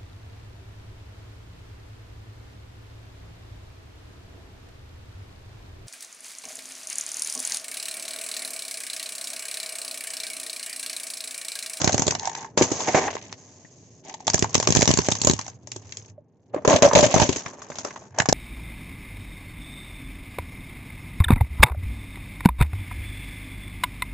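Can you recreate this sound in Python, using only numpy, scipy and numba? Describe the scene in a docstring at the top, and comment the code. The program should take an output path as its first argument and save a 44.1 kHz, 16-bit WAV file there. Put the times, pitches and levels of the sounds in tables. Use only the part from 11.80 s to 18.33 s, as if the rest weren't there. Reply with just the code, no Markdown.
"""A car tyre rolls slowly over plastic toys and a full drink can on concrete, close to a phone on the ground.
It opens with quick cracks that thin out after half a second; after a lull, a dense loud run comes at 2.5-3.6 s.
A quieter stretch leads to hollow knocks and creaks near 5 s, then sparse cracks and a last sharp burst at 6.4 s.
Each fracture is shaped noise and short pushes: a bright snap, a knock of the hollow shell, a tyre thump.
Grainy noise crunches in between, tyre rumble lies underneath, and nearby walls return a short tail."""
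import sys
import numpy as np
from scipy import signal
from scipy.io import wavfile
from scipy.ndimage import uniform_filter1d
from numba import njit

SR = 44100
rng = np.random.default_rng(int(sys.argv[2]) if len(sys.argv) > 2 else 0)


def output_pcm(signal):
    """Save a mono or channel-first signal as 16-bit PCM at the path in sys.argv[1].

    Samples are clipped to [-1, 1] before scaling.
    """
    pcm = np.clip(np.atleast_2d(signal).T, -1, 1) * 32767
    wavfile.write(sys.argv[1], SR, np.round(pcm).astype(np.int16))


N = 287973  # length in samples

# The louder fractures, with levels before the gains below:
# [t/s, bright snap/dB, shell knock/dB, tyre thump/dB, knock f/Hz]
FRACTURES = [(0.0158, -16, -28.5, -31, 462), (0.0433, -10.5, -24, -23.5, 625),
             (0.075, -10.5, -20, -21.5, 860), (0.093, -17, -17.5, -57, 696),
             (0.121, -18.5, -38.5, -47, 670), (0.128, -14, -40, -33, 530), (0.1436, -14.5, -24, -22.5, 666),
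             (0.1789, -14.5, -23, -45, 670), (0.1941, -13, -19.5, -26, 388), (0.2198, -12, -22.5, -30, 870),
             (0.2669, -13.5, -27, -30, 520), (0.2789, -11.5, -17.5, -28.5, 463),
             (0.3076, -14, -27.5, -41, 457), (0.3207, -23, -25, -44, 720), (0.3502, -19, -24, -45, 735),
             (0.3954, -23.5, -60, -68, 735), (0.4319, -42, -28, -59, 850), (0.4465, -37, -28, -70, 860),
             (0.4541, -21.5, -39.5, -72, 790), (0.4737, -19, -18, -53, 830), (0.4953, -27, -31.5, -65, 870),
             (0.5505, -23.5, -36, -60, 960), (0.563, -49, -33, -61, 1720), (0.628, -45, -39, -60, 1490),
             (0.6459, -38, -26, -66, 940), (0.7748, -16.5, -15, -28.5, 530), (0.8115, -34, -14.5, -25, 306),
             (0.821, -14.5, -38, -30, 406), (0.9156, -22, -28.5, -30.5, 350),
             (1.004, -26.5, -29.5, -51, 820), (1.0843, -26, -21, -39, 513),
             (1.1459, -25, -13.5, -24.5, 540), (1.2795, -40, -21.5, -59, 765),
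             (1.3297, -36, -31.5, -55, 607), (1.3531, -27.5, -24, -62, 510), (1.3671, -42, -24, -65, 734),
             (1.5264, -25.5, -35, -54, 905), (1.848, -57, -51.5, -51, 1890), (2.2947, -34, -38.5, -71, 910),
             (2.3401, -29.5, -36, -72, 854), (2.4038, -40.5, -44, -60, 833),
             (2.469, -14.5, -37, -40.5, 440), (2.4785, -8.5, -19, -37, 784), (2.4993, -12, -31, -38, 900),
             (2.5345, -14, -32, -52, 900), (2.5427, -3, -18.5, -20.5, 470), (2.579, -16, -30, -54, 920),
             (2.592, -11, -37.5, -33.5, 350), (2.6242, -9.5, -20, -21.5, 333),
             (2.6429, -19.5, -18, -49, 844), (2.7442, -7, -26, -57, 920), (2.7517, -6.5, -17, -24.5, 375),
             (2.7789, -15, -40, -28, 320), (2.8, -10, -23, -35, 710), (2.827, -15, -26, -37.5, 1010),
             (2.8555, -38, -41, -53, 900), (2.8728, -8, -16, -28, 402), (2.889, -19, -30, -23, 374),
             (2.9043, -13, -36, -22, 440), (2.9232, -10.5, -29, -31, 660), (2.9499, -5.5, -24, -28, 337),
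             (2.9609, -11, -23, -25, 900), (2.969, -3, -20, -16.5, 360), (2.991, -12.5, -29, -24, 329),
             (3.0087, -11, -24.5, -36, 696), (3.0194, -7.5, -27, -32.5, 404), (3.027, -7, -19, -21, 580),
             (3.0553, -13.5, -26, -46, 810), (3.0764, -3.5, -22, -21.5, 336), (3.091, -13, -28, -19.5, 338),
             (3.105, -15, -23, -20, 590), (3.112, -8.5, -26, -51, 500), (3.1378, -9, -48.5, -24.5, 415),
             (3.173, -12.5, -23, -28, 891), (3.1876, -9, -16, -21, 337), (3.217, -20, -48, -60, 800),
             (3.2514, -30, -32.5, -57, 774), (3.2675, -21, -53, -62, 800), (3.2857, -10, -17.5, -25.5, 470),
             (3.3152, -12.5, -30, -39, 758), (3.32, -11.5, -25.5, -27.5, 800),
             (3.3517, -19.5, -31, -46, 1015), (3.416, -7.5, -35, -33.5, 824), (3.4356, -19, -38, -44, 800),
             (3.4473, -7.5, -34, -26, 314), (3.4711, -1.5, -11.5, -19.5, 486), (3.497, -6, -20, -18.5, 345),
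             (3.511, -11, -28.5, -31, 1004), (3.5347, -14, -48, -27, 353), (3.5906, -20, -28, -40, 1030),
             (3.612, -23, -46, -61, 900), (3.664, -33, -44, -60.5, 800), (3.68, -26, -40.5, -50, 770),
             (3.872, -29, -52, -68, 590), (3.917, -21.5, -43, -60, 670), (3.9618, -28, -41, -46, 343),
             (4.092, -40.5, -62, -68, 500), (4.122, -25.5, -64, -62, 356), (4.17, -25.5, -52.5, -67, 437),
             (4.379, -89, -48, -72.5, 585), (4.7441, -44, -23.5, -44, 526), (4.7619, -54, -29, -54, 311),
             (4.821, -60, -45, -64, 604), (4.8492, -24, -13, -36, 510), (4.8761, -12.5, -9, -17.5, 512),
             (4.939, -27, -22, -20, 554), (4.961, -17, -30, -53, 523), (5.0221, -7.5, -14, -20, 586),
             (5.059, -18, -14, -26, 604), (5.086, -21.5, -43.5, -38, 616), (5.112, -43, -21, -43, 990),
             (5.1321, -17.5, -13, -30, 610), (5.1512, -11.5, -16, -19.5, 620), (5.1593, -18, -13, -22, 565),
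             (5.171, -18, -11.5, -21, 556), (5.192, -22, -18, -21, 604), (5.207, -15, -23, -32, 583),
             (5.228, -21, -12.5, -21, 563), (5.263, -17, -41, -25, 670), (5.341, -11.5, -12.5, -19.5, 640),
             (5.362, -23, -16.5, -17.5, 920), (5.3984, -14.5, -17, -22.5, 850),
             (5.418, -9.5, -16.5, -15, 834), (5.4907, -15.5, -23, -23, 365), (5.5273, -22.5, -35, -47, 580),
             (5.5598, -19.5, -29.5, -39, 314), (5.661, -31.5, -29.5, -40.5, 1470),
             (5.8185, -39.5, -37.5, -66, 1120), (5.901, -35, -36.5, -45, 650), (5.918, -44, -38, -60, 1400),
             (5.9545, -34.5, -42.5, -68, 580), (5.9846, -28.5, -33.5, -48, 640),
             (6.0475, -29, -25, -65, 490), (6.107, -40, -38.5, -64, 1720), (6.159, -39.5, -33, -59, 1030),
             (6.386, -13.5, -21, -41.5, 680), (6.4001, -13, -10, -25.5, 1520),
             (6.4198, -23, -23.5, -46, 660), (6.4572, -21.5, -23.5, -55, 910),
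             (6.4876, -7.5, -23.5, -20.5, 346), (6.4943, -17, -20.5, -28, 794),
             (6.5264, -4, -11.5, -22, 580)]
FRACTURE_S, SNAP_DB, KNOCK_DB, THUMP_DB, KNOCK_HZ = np.transpose(FRACTURES)

# Crunch and fizz between the fractures, one list per stretch of time: [t/s, splinter hiss/dB, shell rattle/dB]
CRUNCH = [
    [(0.0, -31, -31.5), (0.16, -42.5, -40.5), (0.486, -44.5, -39.5), (0.618, -40, -36.5), (0.76, -77, -72)],
    [(0.78, -41, -35.5), (0.98, -32, -34), (1.176, -32.5, -31), (1.488, -51, -51), (2.22, -58.5, -69)],
    [(2.235, -66, -52.5), (2.953, -30, -43.5), (3.3, -33.5, -44), (3.707, -48, -58.5), (3.8, -79, -73.5)],
    [(3.82, -64, -71), (4.092, -52, -62.5), (4.3, -54.5, -66), (4.35, -97, -73.5), (4.73, -74, -90)],
    [(4.75, -69.5, -57.5), (5.042, -58, -21.5), (5.37, -25.5, -29), (5.596, -53, -43), (6.3, -56.5, -50)],
    [(6.32, -69, -56), (6.4, -41, -23.5), (6.434, -72, -41), (6.516, -52, -60), (6.53, -45, -34)],
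]

# What lies under the tyre: [from t/s, hollow f/Hz, width/Hz, knock sharpness/Q, crack re snap/dB, graininess/dB,
# tearing t60/s, debris re fracture/dB, road rumble/dB, edge clack/dB, edge clack f/Hz, hum re rumble/dB]
OBJECTS = [(0, 725, 524, 1.78, -6, -1, 0.019, -18.5, -36.5, -4, 1310, -4.5),
           (0.383, 888, 254, 3.5, -4.5, 8, 0.013, -49, -48, -8, 1700, -9.5),
           (0.716, 583, 710, 1.24, -7, 0, 0.05, -9, -48, -5.5, 1040, -6.5),
           (1.047, 757, 845, 0.74, -3.5, -0.5, 0.046, -11.5, -36, -9.5, 1930, -13),
           (1.299, 710, 790, 0.79, 0, 11, 0.0071, -37, -47, -7.5, 1880, -4),
           (1.545, 500, 860, 3.7, -9, 0, 0.044, -44, -53, -22, 1950, -1),
           (2.223, 770, 263, 3.7, -1.5, 11, 0.028, -27, -51.5, -15, 1910, -15),
           (2.462, 680, 460, 1.47, -6, 10, 0.013, -23, -43, 2.5, 1015, 2.5),
           (3.55, 640, 720, 3.1, -5.5, 9.5, 0.014, -22.5, -51.5, 6.5, 960, 4.5),
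           (4.336, 493, 674, 6.8, -0.5, 20.5, 0.057, -48.5, -58, -36.5, 1200, -3),
           (4.7, 581, 206, 2.8, -0.5, 7, 0.029, -14, -45, -3.5, 1000, -6),
           (5.551, 646, 680, 1.4, -5.5, 7, 0.031, -6.5, -48.5, -2, 1140, -13),
           (6.299, 684, 780, 1.96, -4.5, 18, 0.019, -32, -56, -4, 1560, 12)]

# A shell buckles or creaks for a while: [start t/s, length/s, level/dB, brightness re level/dB]
BUCKLES = [(0.408, 0.09, -41, 1), (0.527, 0.154, -44.5, -18.5), (0.769, 0.077, -30, 2.5),
           (1.066, 0.02, -18.5, -11.5), (1.135, 0.055, -16.5, -11), (1.199, 0.101, -25.5, -10.5),
           (2.236, 0.087, -44, -5), (4.728, 0.062, -33.5, -34), (4.875, 0.087, -13, -12),
           (5.021, 0.037, -10.5, -12), (5.147, 0.059, -14, -6), (5.223, 0.029, -18, -3),
           (5.355, 0.024, -18, -15.5), (5.401, 0.0445, -20, -3.5)]
BUCKLE_START_S, BUCKLE_LENGTH_S, BUCKLE_DB, BUCKLE_BRIGHT_DB = np.transpose(BUCKLES)

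# Left-right likeness, 0 = unrelated to 1 = same: [snap, crack, knock, rumble]
LIKENESS = [0.38, 0.13, 0.91, 0.97]
SNAP_ALIKE, CRACK_ALIKE, KNOCK_ALIKE, RUMBLE_ALIKE = LIKENESS

# Yard
YARD_T60_S, YARD_DB = 0.092, -11
# The tyre's air ring hums over a broader road rumble; between shocks it hums more purely
HUM_HZ, HUM_WIDTH_HZ, SETTLED_HUM_WIDTH_HZ, ROAD_GAIN_DB = 107.5, 55, 28, 0
THUMP_HZ, THUMP_WIDTH_HZ, THUMP_GAIN_DB = 137.4, 230, 10
# Left-right difference; thumps reach the two ports unevenly through the ground
THUMP_SIDE_DB, TAP_SIDE_DB = -1.5, -8
# Splinters keep falling after a fracture and shake the tyre, which settles sooner
DEBRIS_T60_S, SHAKE_T60_S, SHAKE_GAIN_DB = 0.25, 0.21, 10
# A grain's decay is a time constant; none is louder than GRAIN_CAP graininess steps
GRAINS_PER_S, GRAIN_S, GRAIN_CAP = 450, 0.005, 2.2
# A buckling shell sings near its hollow pitch, which wanders
BUCKLE_EDGE_S, CREAK_GAIN_DB, CREAK_WIDTH_HZ, CREAK_DRIFT, CREAK_DRIFT_S = 0.012, -4, 64, 0.04, 0.014
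# A shell's lower mode, as a share of its hollow pitch
BELLY_RATIO, BELLY_DB = 0.47, -9
# After the knock the shell rings on briefly, with a narrower resonance
KNOCK_GAIN_DB, KNOCK_TAP_DB, RING_DB, RING_SHARPER = 6.5, 3, -3.5, 1.8
RISE_S, SNAP_GAIN_DB, CLICK_DB = 0.00073, 1.5, 1.5
COLOUR_DB = 3.5  # spread of the treble and middle share from crack to crack
PORT_HZ, PORT_WIDTH_HZ = 6423, 1150  # snaps ring brightest near the microphone port's resonance
# Each fracture also has a brief bright ring at a random pitch
BRIGHT_HZ, BRIGHT_SPREAD, BRIGHT_Q, BRIGHT_DB = 5200, 0.2, 9, -12
# Phone: bass cut, dip in the middle, limiter (release is a time constant), treble cut, peak rounding
LOW_HZ, DIP_HZ, DIP_WIDTH_HZ, DIP_SHARE = 76, 1341, 530, 0.57
LIMIT_DB, RELEASE_S = 0, 0.013
TOP_HZ, STOP_DB, ROUND = 7654, 140.5, 0.83


def undb(db):
    """dB to gain."""
    return 10 ** (np.asarray(db) / 20)


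@njit
def svf(x, hz, width):
    """State-variable band-pass with moving centre and width, gain 1 at the centre."""
    y, band, low = np.empty(len(x)), 0., 0.
    for i in range(len(x)):
        g, k = np.tan(np.pi * hz[i] / SR), width[i] / hz[i]
        v = (band + g * (x[i] - low)) / (1 + g * (g + k))
        band, low, y[i] = 2 * v - band, low + 2 * g * v, k * v
    return y


@njit
def fade(blows, keep):
    """Each blow jumps up at once and dies away exponentially."""
    y, level = np.empty(len(blows)), 0.
    for i in range(len(blows)):
        level = max(level * keep[i], blows[i])
        y[i] = level
    return y


def ring(push, hz, width, alike):
    """Two-channel noise shaped by the push rings a resonance; steady push 1 gives rms 1."""
    hz, width, alike = hz + np.zeros(N), width + np.zeros(N), np.clip(alike, 0, 1)
    mid, side = rng.standard_normal((2, N))
    gain = np.sqrt(SR / (np.pi * width / 2))
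    channels = []
    for sign in (1, -1):
        noise = np.sqrt(1 + alike) * mid + sign * np.sqrt(1 - alike) * side
        wide = svf(svf(push * noise, hz, 2 * width), hz, 2 * width)
        channels.append(gain * svf(wide, hz, width))
    return np.array(channels) / 2


def places():
    """Sample index of each fracture."""
    return np.minimum((FRACTURE_S * SR).astype(int), N - 1)


def held(column):
    """A fracture's value lasts until the next one."""
    return column[np.searchsorted(places(), np.arange(N), "right").clip(1) - 1]


def taps(db, hz, width, side_db):
    """One sharp push per fracture, of random sign, rings a resonance to about the given peak."""
    hz, width, train = hz + np.zeros(N), width + np.zeros(N), np.zeros((2, N))
    sign, side_sign = np.sign(rng.standard_normal((2, len(FRACTURES))))
    train[:, places()] = undb(db) * (sign + undb(side_db) * side_sign * np.array([[1], [-1]]))
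    return np.array([svf(svf(x, hz, 2 * width), hz, width) for x in train]) * SR / (2 * width)


def blows(db, t60):
    """Envelope of the fractures: a fast rise, then the tear dies away by 60 dB in t60 seconds."""
    train = np.zeros(N)
    train[places()] = undb(db)
    tear = fade(train, np.exp(-np.log(1000) / (np.clip(t60, .004, 1) * SR)))
    rise = np.exp(-1 / (RISE_S * SR))
    return signal.lfilter([1 - rise], [1, -rise], tear)


def debris(db, debris_db, fall_s=DEBRIS_T60_S):
    """Envelope of splinters that keep falling after each fracture."""
    return undb(debris_db) * blows(db, np.full(N, fall_s))


def splinters(grain_db):
    """Envelope of many small breaks, some louder than the rest; rms follows 1."""
    size = undb(grain_db * np.minimum(rng.exponential(1, N), GRAIN_CAP))
    breaks = size * (rng.random(N) < GRAINS_PER_S / SR)
    grains = fade(breaks, np.full(N, np.exp(-1 / (GRAIN_S * SR))))
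    return grains / np.sqrt(uniform_filter1d(grains ** 2, SR // 16) + 1e-9)


def buckling(db):
    """Envelope of the held buckles, with soft edges."""
    t, total = np.arange(N) / SR, np.zeros(N)
    for start, length, level in zip(BUCKLE_START_S, BUCKLE_LENGTH_S, db):
        rise = np.clip((t - start) / BUCKLE_EDGE_S, 0, 1)
        fall = np.clip((start + length + BUCKLE_EDGE_S - t) / BUCKLE_EDGE_S, 0, 1)
        total += undb(level) * rise * fall
    return total


def crunch_levels(debris_db):
    """Splinter hiss and shell rattle: crunch, falling debris and buckling add up in power."""
    t = np.arange(N) / SR
    s, hiss_db, rattle_db = np.concatenate(CRUNCH).T
    hiss = np.hypot(undb(np.interp(t, s, hiss_db)), debris(SNAP_DB, debris_db))
    rattle = np.hypot(undb(np.interp(t, s, rattle_db)), debris(KNOCK_DB, debris_db))
    return np.hypot(hiss, buckling(BUCKLE_DB + BUCKLE_BRIGHT_DB)), np.hypot(rattle, buckling(BUCKLE_DB))


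def yard(x):
    """Nearby walls return a short diffuse tail, different in each channel."""
    t = np.arange(int(.4 * SR)) / SR
    tail = rng.standard_normal((2, len(t))) * np.exp(-np.log(1000) * t / YARD_T60_S) * (t > .004)
    return signal.fftconvolve(x, tail / np.sqrt(np.sum(tail[0] ** 2)), axes=1)[:, :N]


def tyre_rumble(road_db, hum_db, debris_db):
    """Rolling noise and shaking debris drive the tyre's air ring and a broad road rumble."""
    road = undb(uniform_filter1d(road_db, SR // 10))
    rumble = np.hypot(road, undb(SHAKE_GAIN_DB) * debris(THUMP_DB, debris_db, SHAKE_T60_S))
    hum_width = HUM_WIDTH_HZ + (SETTLED_HUM_WIDTH_HZ - HUM_WIDTH_HZ) * road / rumble
    hum = ring(undb(hum_db) * rumble, HUM_HZ, hum_width, RUMBLE_ALIKE)
    return hum + ring(undb(ROAD_GAIN_DB) * rumble, 160, 340, RUMBLE_ALIKE)


def shell_creaks(hollow_hz, grains):
    """A buckling shell sings in a narrow band at its wandering hollow pitch and its lower mode."""
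    span = int(CREAK_DRIFT_S * SR)
    drift = uniform_filter1d(uniform_filter1d(rng.standard_normal(N), span), span) * np.sqrt(span)
    creak = buckling(BUCKLE_DB + CREAK_GAIN_DB) * np.sqrt(grains)
    song = ring(creak, hollow_hz * np.exp(CREAK_DRIFT * drift), CREAK_WIDTH_HZ, KNOCK_ALIKE)
    return song + ring(undb(BELLY_DB) * creak, BELLY_RATIO * hollow_hz, CREAK_WIDTH_HZ, KNOCK_ALIKE)


def shell_rattle(chatter, hollow_hz, width):
    """Small breaks shake the hollow shell at its main pitch and its lower mode."""
    body = ring(chatter, hollow_hz, width, KNOCK_ALIKE)
    return body + ring(undb(BELLY_DB) * chatter, BELLY_RATIO * hollow_hz, 200, KNOCK_ALIKE)


def edge_clacks(chatter, knocks, edge_db, edge_hz):
    """Rattle and knocks also ring the shell's edges at a higher pitch."""
    return ring(undb(edge_db) * np.hypot(chatter, knocks), edge_hz, 690, SNAP_ALIKE)


def tyre_thumps():
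    """Each fracture pushes the tyre, which answers with a low, quickly damped thump."""
    return taps(THUMP_DB + THUMP_GAIN_DB, THUMP_HZ, THUMP_WIDTH_HZ, THUMP_SIDE_DB)


def shell_knocks(knocks, q):
    """Each fracture strikes the hollow shell: a noisy knock, a clean tap and a short ring."""
    hz = held(KNOCK_HZ)
    out = ring(knocks, hz, hz / q, KNOCK_ALIKE)
    out += taps(KNOCK_DB + KNOCK_TAP_DB, hz, hz / q, TAP_SIDE_DB)
    return out + taps(KNOCK_DB + RING_DB, hz, hz / q / RING_SHARPER, TAP_SIDE_DB)


def bright_rings():
    """Each fracture also has a brief bright ring at a random pitch."""
    offset = rng.standard_normal(len(FRACTURES)).clip(-2, 2)
    hz = BRIGHT_HZ * np.exp(BRIGHT_SPREAD * held(offset))
    return taps(SNAP_DB + BRIGHT_DB, hz, hz / BRIGHT_Q, TAP_SIDE_DB)


def snaps(hiss, grains, grain_db, crack_db, t60):
    """Tearing and splinter hiss ring the port and a broad treble, with a lower crack and a bare click."""
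    tears = blows(SNAP_DB + SNAP_GAIN_DB, t60)
    snap = np.hypot(tears, hiss * grains)
    crack = np.hypot(tears, hiss * splinters(grain_db))
    # each crack's pitch and band balance vary at random; the crunch behind keeps the plain colour
    share = tears / (snap + 1e-9)
    colours = rng.standard_normal((len(FRACTURES), 3)).clip(-2, 2)
    pitch, broad, middle = (held(c) * share for c in colours.T)
    out = ring(snap, PORT_HZ * (1 + 0.056 * pitch), PORT_WIDTH_HZ, SNAP_ALIKE)
    out += ring(undb(-3.5 + COLOUR_DB * broad) * snap, 5810, 3000, SNAP_ALIKE)
    out += ring(undb(crack_db + COLOUR_DB * middle) * crack, 2300 * np.exp(0.35 * pitch), 3300, CRACK_ALIKE)
    return out + taps(SNAP_DB + CLICK_DB, 7200, 5000, TAP_SIDE_DB)


def scene():
    """Fractures and crunch drive the port, the shells and the tyre together."""
    start, *columns = np.transpose(OBJECTS)
    under = np.searchsorted(start, np.arange(N) / SR, "right").clip(1) - 1
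    (hollow_hz, width, q, crack_db, grain_db, t60,
     debris_db, road_db, edge_db, edge_hz, hum_db) = (c[under] for c in columns)
    hiss, rattle = crunch_levels(debris_db)
    grains = splinters(grain_db)
    chatter = rattle * np.sqrt(grains * splinters(grain_db))
    knocks = blows(KNOCK_DB + KNOCK_GAIN_DB, t60)
    near = tyre_rumble(road_db, hum_db, debris_db)
    near += shell_creaks(hollow_hz, grains)
    near += shell_rattle(chatter, hollow_hz, width)
    near += edge_clacks(chatter, knocks, edge_db, edge_hz)
    near += tyre_thumps()
    near += shell_knocks(knocks, q)
    near += bright_rings()
    near += snaps(hiss, grains, grain_db, crack_db, t60)
    return near + undb(YARD_DB) * yard(near)


def band_limit(x):
    """A steep low-pass at the top of the band."""
    return signal.sosfilt(signal.butter(12, 16300, fs=SR, output="sos"), x)


def record(dry):
    """The phone thins the bass, dips the middle, limits bursts, cuts the top and rounds peaks, which spill above."""
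    x = signal.sosfilt(signal.butter(3, LOW_HZ, "high", fs=SR, output="sos"), dry)
    # a fixed dip in the middle
    dip_hz, dip_width = np.full(N, float(DIP_HZ)), np.full(N, float(DIP_WIDTH_HZ))
    x = x - DIP_SHARE * np.array([svf(c, dip_hz, dip_width) for c in x])
    peak = fade(np.abs(x).max(axis=0), np.full(N, np.exp(-1 / (RELEASE_S * SR))))
    x = x * np.minimum(1, undb(LIMIT_DB) / (peak + 1e-9))
    x = signal.sosfilt(signal.ellip(8, .5, STOP_DB, TOP_HZ, fs=SR, output="sos"), x)
    rounded = np.tanh(ROUND * x) / ROUND
    return band_limit(rounded)


dry = scene()
out = record(dry)
output_pcm(out)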